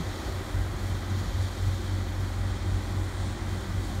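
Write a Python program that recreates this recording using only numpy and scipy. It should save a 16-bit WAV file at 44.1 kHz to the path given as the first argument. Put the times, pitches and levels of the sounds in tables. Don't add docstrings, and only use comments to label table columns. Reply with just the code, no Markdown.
import sys
import numpy as np
from scipy import signal
from scipy.fft import rfft, irfft
from scipy.io import wavfile

SR = 44100
rng = np.random.default_rng(int(sys.argv[2]) if len(sys.argv) > 2 else 0)


def transcribe(u):
    v = np.clip(np.atleast_2d(u).T, -1, 1)
    q = np.round(v * 32767).astype(np.int16)
    wavfile.write(sys.argv[1], SR, q)


N = 176400
TIME = np.arange(N) / SR

ENGINE_HZ, PUMP_HZ = 24.158, 23.205
CYLINDERS = 4
IN_STEP_S, THROB_DB = 1.94, 1
# (pitch [Hz], relative level [dB])
ROAR_SPECTRUM = [(150, -6.5), (290, 0), (420, -2.5), (480, 0), (535, 4.5), (660, 0.5), (765, 2.5), (880, 0),
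                 (1250, 0.35), (1750, -4), (1950, -0.9), (2150, -6.5), (2450, -8), (2650, -13.5),
                 (3000, -13.5), (5000, -41.5)]


def from_db(db):
    return 10 ** (np.asarray(db) / 20)


def unit_power(sound):
    return sound / np.sqrt(np.mean(sound ** 2) + 1e-20)


def gain_curve(rows):
    return from_db(np.interp(TIME, *np.transpose(rows)))


def drift(rate_hz):
    step = 40
    keep = np.exp(-2 * np.pi * step * rate_hz / SR)
    points = rng.standard_normal(N // step + 2002)
    smooth = signal.lfilter([1], [1, -2 * keep, keep * keep], points)[2000:]
    return np.interp(np.arange(N) / step, np.arange(len(smooth)), unit_power(smooth))


def colour(sound, spectrum):
    hz, db = np.transpose(spectrum)
    bin_hz = np.maximum(np.arange(N // 2 + 1) * SR / N, 1)
    gains = from_db(np.interp(np.log(bin_hz), np.log(hz), db))
    return unit_power(irfft(rfft(sound) * gains, N))


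def noise(spectrum):
    return colour(rng.standard_normal(N), spectrum)


def tone(hz, db):
    khz = hz / 1e3
    phase = 2 * np.pi * hz * (TIME - IN_STEP_S) + .8 * khz * drift(rate_hz=2.5)
    waver_db = 2.2 * np.sqrt(khz) * drift(rate_hz=2.5)
    return np.sqrt(2) * from_db(db + waver_db) * np.cos(phase)


def throb(depth_db):
    beat_hz = CYLINDERS * (ENGINE_HZ - PUMP_HZ)
    return from_db(depth_db * np.cos(2 * np.pi * beat_hz * (TIME - IN_STEP_S)))


def drone():
    # (multiple of its turning rate, level [dB])
    engine_tones = [(2, -37.5), (3, -55.5), (4, -37.5), (12.5, -52), (13, -65.5), (16, -72.5), (25, -65.5)]
    # (multiple of its turning rate, level [dB])
    pump_tones = [(4, -32.5), (5, -50.5), (8, -55.5), (10, -58.5), (12, -57.5)]
    # (time [s], level change [dB])
    drone_level = [(0, -4.5), (.2, -15.5), (.38, -7), (.49, -5.5), (.58, 2), (.7, -6.5), (.78, -5),
                   (.85, -1), (1.15, 0), (1.46, 0.5), (1.54, -5), (1.63, 2.5), (1.9, 0), (2.95, 0.2),
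                   (3.25, -1), (3.55, -3.5), (4, 0.5)]
    firing, *overtones = [tone(multiple * ENGINE_HZ, db) for multiple, db in engine_tones]
    pump = sum(tone(multiple * PUMP_HZ, db) for multiple, db in pump_tones)
    return gain_curve(drone_level) * (throb(THROB_DB) * firing + sum(overtones) + pump)


def rumble():
    # (pitch [Hz], relative level [dB])
    spectrum = [(15, -32), (26, -21), (35, -9), (45, -2), (60, -2), (80, -2.5), (105, -7), (125, -11),
                (160, -19), (300, -59.5)]
    # (time [s], level change [dB])
    level = [(0, 5.5), (.1, -1), (.22, -3), (.27, 4), (.42, -1), (.51, 0), (.57, 9), (.67, 1), (.74, 8),
             (.79, -5), (.86, 0.5), (1.15, -1.5), (1.4, 3), (1.54, -4), (1.66, 4.5), (1.82, -2.5),
             (2.5, 0.5), (3.55, 1), (4, -1)]
    return from_db(-37.5) * gain_curve(level) * throb(THROB_DB) * noise(spectrum)


def machine_body():
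    # (pitch [Hz], relative level [dB])
    boom_spectrum = [(80, -22), (130, 3), (152, -1.5), (180, 4.5), (215, 3), (250, -5.5), (300, -22),
                     (500, -41.5)]
    growl_spectrum = [(200, -17.5), (255, -4.5), (290, -0.5), (365, 1), (395, -2.5), (425, -15), (600, -41)]
    # (time [s], level change [dB])
    boom_level = [(0, -5), (.06, -11), (.45, -8), (.75, -2), (1.1, -0.5), (1.22, 5.5), (1.32, -12),
                  (1.75, 0), (2.5, -1.1), (2.95, 0.5), (3.06, -8), (3.2, -2), (3.4, -0.5), (3.8, 2), (4, 3)]
    growl_level = [(0, -3.5), (.14, 3), (.36, -2.5), (.6, -1.5), (.94, 2), (1.4, -3.5), (1.8, 1.5),
                   (2.3, -1.5), (3, 0), (4, 0)]
    boom = from_db(-44.5) * gain_curve(boom_level) * noise(boom_spectrum)
    growl = from_db(-45.5) * gain_curve(growl_level) * noise(growl_spectrum)
    sway_db = 1.95 * drift(rate_hz=6.9)
    return throb(depth_db=1.3) * from_db(sway_db) * boom + growl


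def clatter():
    cycles = TIME * ENGINE_HZ / 2
    rattle = rng.standard_normal(int(2 * SR / ENGINE_HZ))
    looped = np.interp(cycles % 1 * len(rattle), np.arange(len(rattle)), rattle)
    firing_swell = 1 + 0.24 * np.cos(2 * np.pi * CYLINDERS * cycles)
    return colour(looped * firing_swell, ROAR_SPECTRUM)


def roar():
    # (time [s], level change [dB])
    level = [(0, 1.1), (.35, 1.5), (.8, -0.0012), (1.1, 0.56), (1.75, -.7), (2.6, -0.29), (3.2, 0.088),
             (4, -0.48)]
    return gain_curve(level) * (from_db(-43.5) * noise(ROAR_SPECTRUM) + from_db(-52) * clatter())


def whines():
    # (pitch [Hz], level [dB])
    whine_tones = [(217.8, -51.5), (391.4, -62), (782.6, -63), (813.1, -63), (1566, -65), (1670, -67),
                   (1950, -69)]
    return sum(tone(hz, db) for hz, db in whine_tones)


def drops(per_second=3500, spread_db=4.5):
    sizes = from_db(spread_db * np.minimum(rng.exponential(1, N), 6))
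    signs = rng.choice([-1, 1], N)
    landed = rng.random(N) < per_second / SR
    return unit_power(sizes * signs * landed)


def spray():
    # (pitch [Hz], relative level [dB])
    rush = [(2000, -12), (2900, -13.5), (3120, 1), (3900, -.5), (4550, -1.5), (4900, -7.5), (5300, -5),
            (6200, -7.5), (6950, -5.5), (7600, -15.5), (10000, -31)]
    hiss = [(5500, -28), (7100, 3), (7700, 3), (9200, 2), (10000, -3.5), (10500, -13), (11500, -45)]
    mist = [(8000, -9), (10400, 1), (11000, 5.5), (12000, 3), (13200, 5.5), (14200, -2), (15700, -5.5)]
    # (time [s], level change [dB])
    rush_level = [(0, 2.3), (.33, 1.5), (.45, 0.5), (.73, -1.5), (.78, 0.2), (1, 0), (1.18, 2), (1.35, 2),
                  (1.7, 1.2), (2.4, -1.3), (2.65, 0), (2.95, 0.7), (3.03, -1.5), (3.15, -0.2), (3.22, 1.7),
                  (3.42, -1), (3.56, .6), (3.8, -0.9), (3.9, 0.8), (4, -.5)]
    hiss_level = [(0, 0), (.5, .5), (.76, -1), (.83, 0.5), (1.15, -2.5), (1.42, 1), (1.7, 0.5), (2.07, -2),
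                  (2.5, 0), (2.64, -1.3), (2.75, 1.5), (2.83, -.2), (3.12, 1.7), (3.24, 3), (3.45, -1.5),
                  (3.58, 1.5), (3.7, -2), (3.87, 2.5), (4, -2)]
    mist_level = [(0, 1), (.35, 3), (.55, 2), (.72, .5), (.85, 2), (1.03, -1), (1.25, 2), (1.55, 1.3),
                  (1.67, 2), (1.98, -3), (2.2, 0.5), (2.58, -6), (2.93, .5), (3.22, -3.5), (3.3, -9),
                  (3.39, -10), (3.5, -1.5), (3.7, -3), (4, 1.5)]
    patter = from_db(-12) * drops()
    flutter = from_db(0.53 * drift(rate_hz=19))
    bands = [(rush, rush_level, -49.5), (hiss, hiss_level, -58.5), (mist, mist_level, -62.5)]
    sound = np.zeros(N)
    for spectrum, level, db in bands:
        jet = rng.standard_normal(N)
        sound += from_db(db) * gain_curve(level) * colour(jet + patter, spectrum)
    return flutter * sound


def knocks(attack_s=.005):
    # (time [s], level [dB], lean towards higher notes [dB per octave])
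    blows = [(0, -29.5, -11.5), (.223, -32.5, 3), (.279, -33, 10), (.405, -35, 6), (.655, -37.5, 4),
             (.727, -32, -1), (0.913, -35, 3), (1.255, -36, -15), (2.935, -33, -2)]
    # (pitch [Hz], relative level [dB], time to fade by 60 dB [s])
    notes = [(166.4, 1, 0.096), (267.5, -1, 0.077), (335.7, -3, 0.11), (385.6, -2.5, 0.12)]
    pivot_hz = notes[1][0]
    sound = np.zeros(N)
    for start, blow_db, lean_db in blows:
        age = np.maximum(TIME - start, 0)
        rise = -np.expm1(-age / attack_s)
        for hz, note_db, fade_s in notes:
            struck_db = blow_db + note_db + lean_db * np.log2(hz / pivot_hz)
            faded_db = 60 * np.minimum(age / fade_s, 3)
            ring = np.sin(2 * np.pi * (hz * age + rng.random()))
            sound += from_db(struck_db - faded_db) * rise * ring
    return sound


def scene():
    mix = drone() + rumble() + machine_body() + roar() + whines() + spray() + knocks()
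    return mix[None]


def record(dry):
    cutoff_hz = 15700
    return signal.sosfilt(signal.ellip(16, .1, 70, cutoff_hz, fs=SR, output="sos"), dry)


dry = scene()
out = record(dry)
transcribe(out)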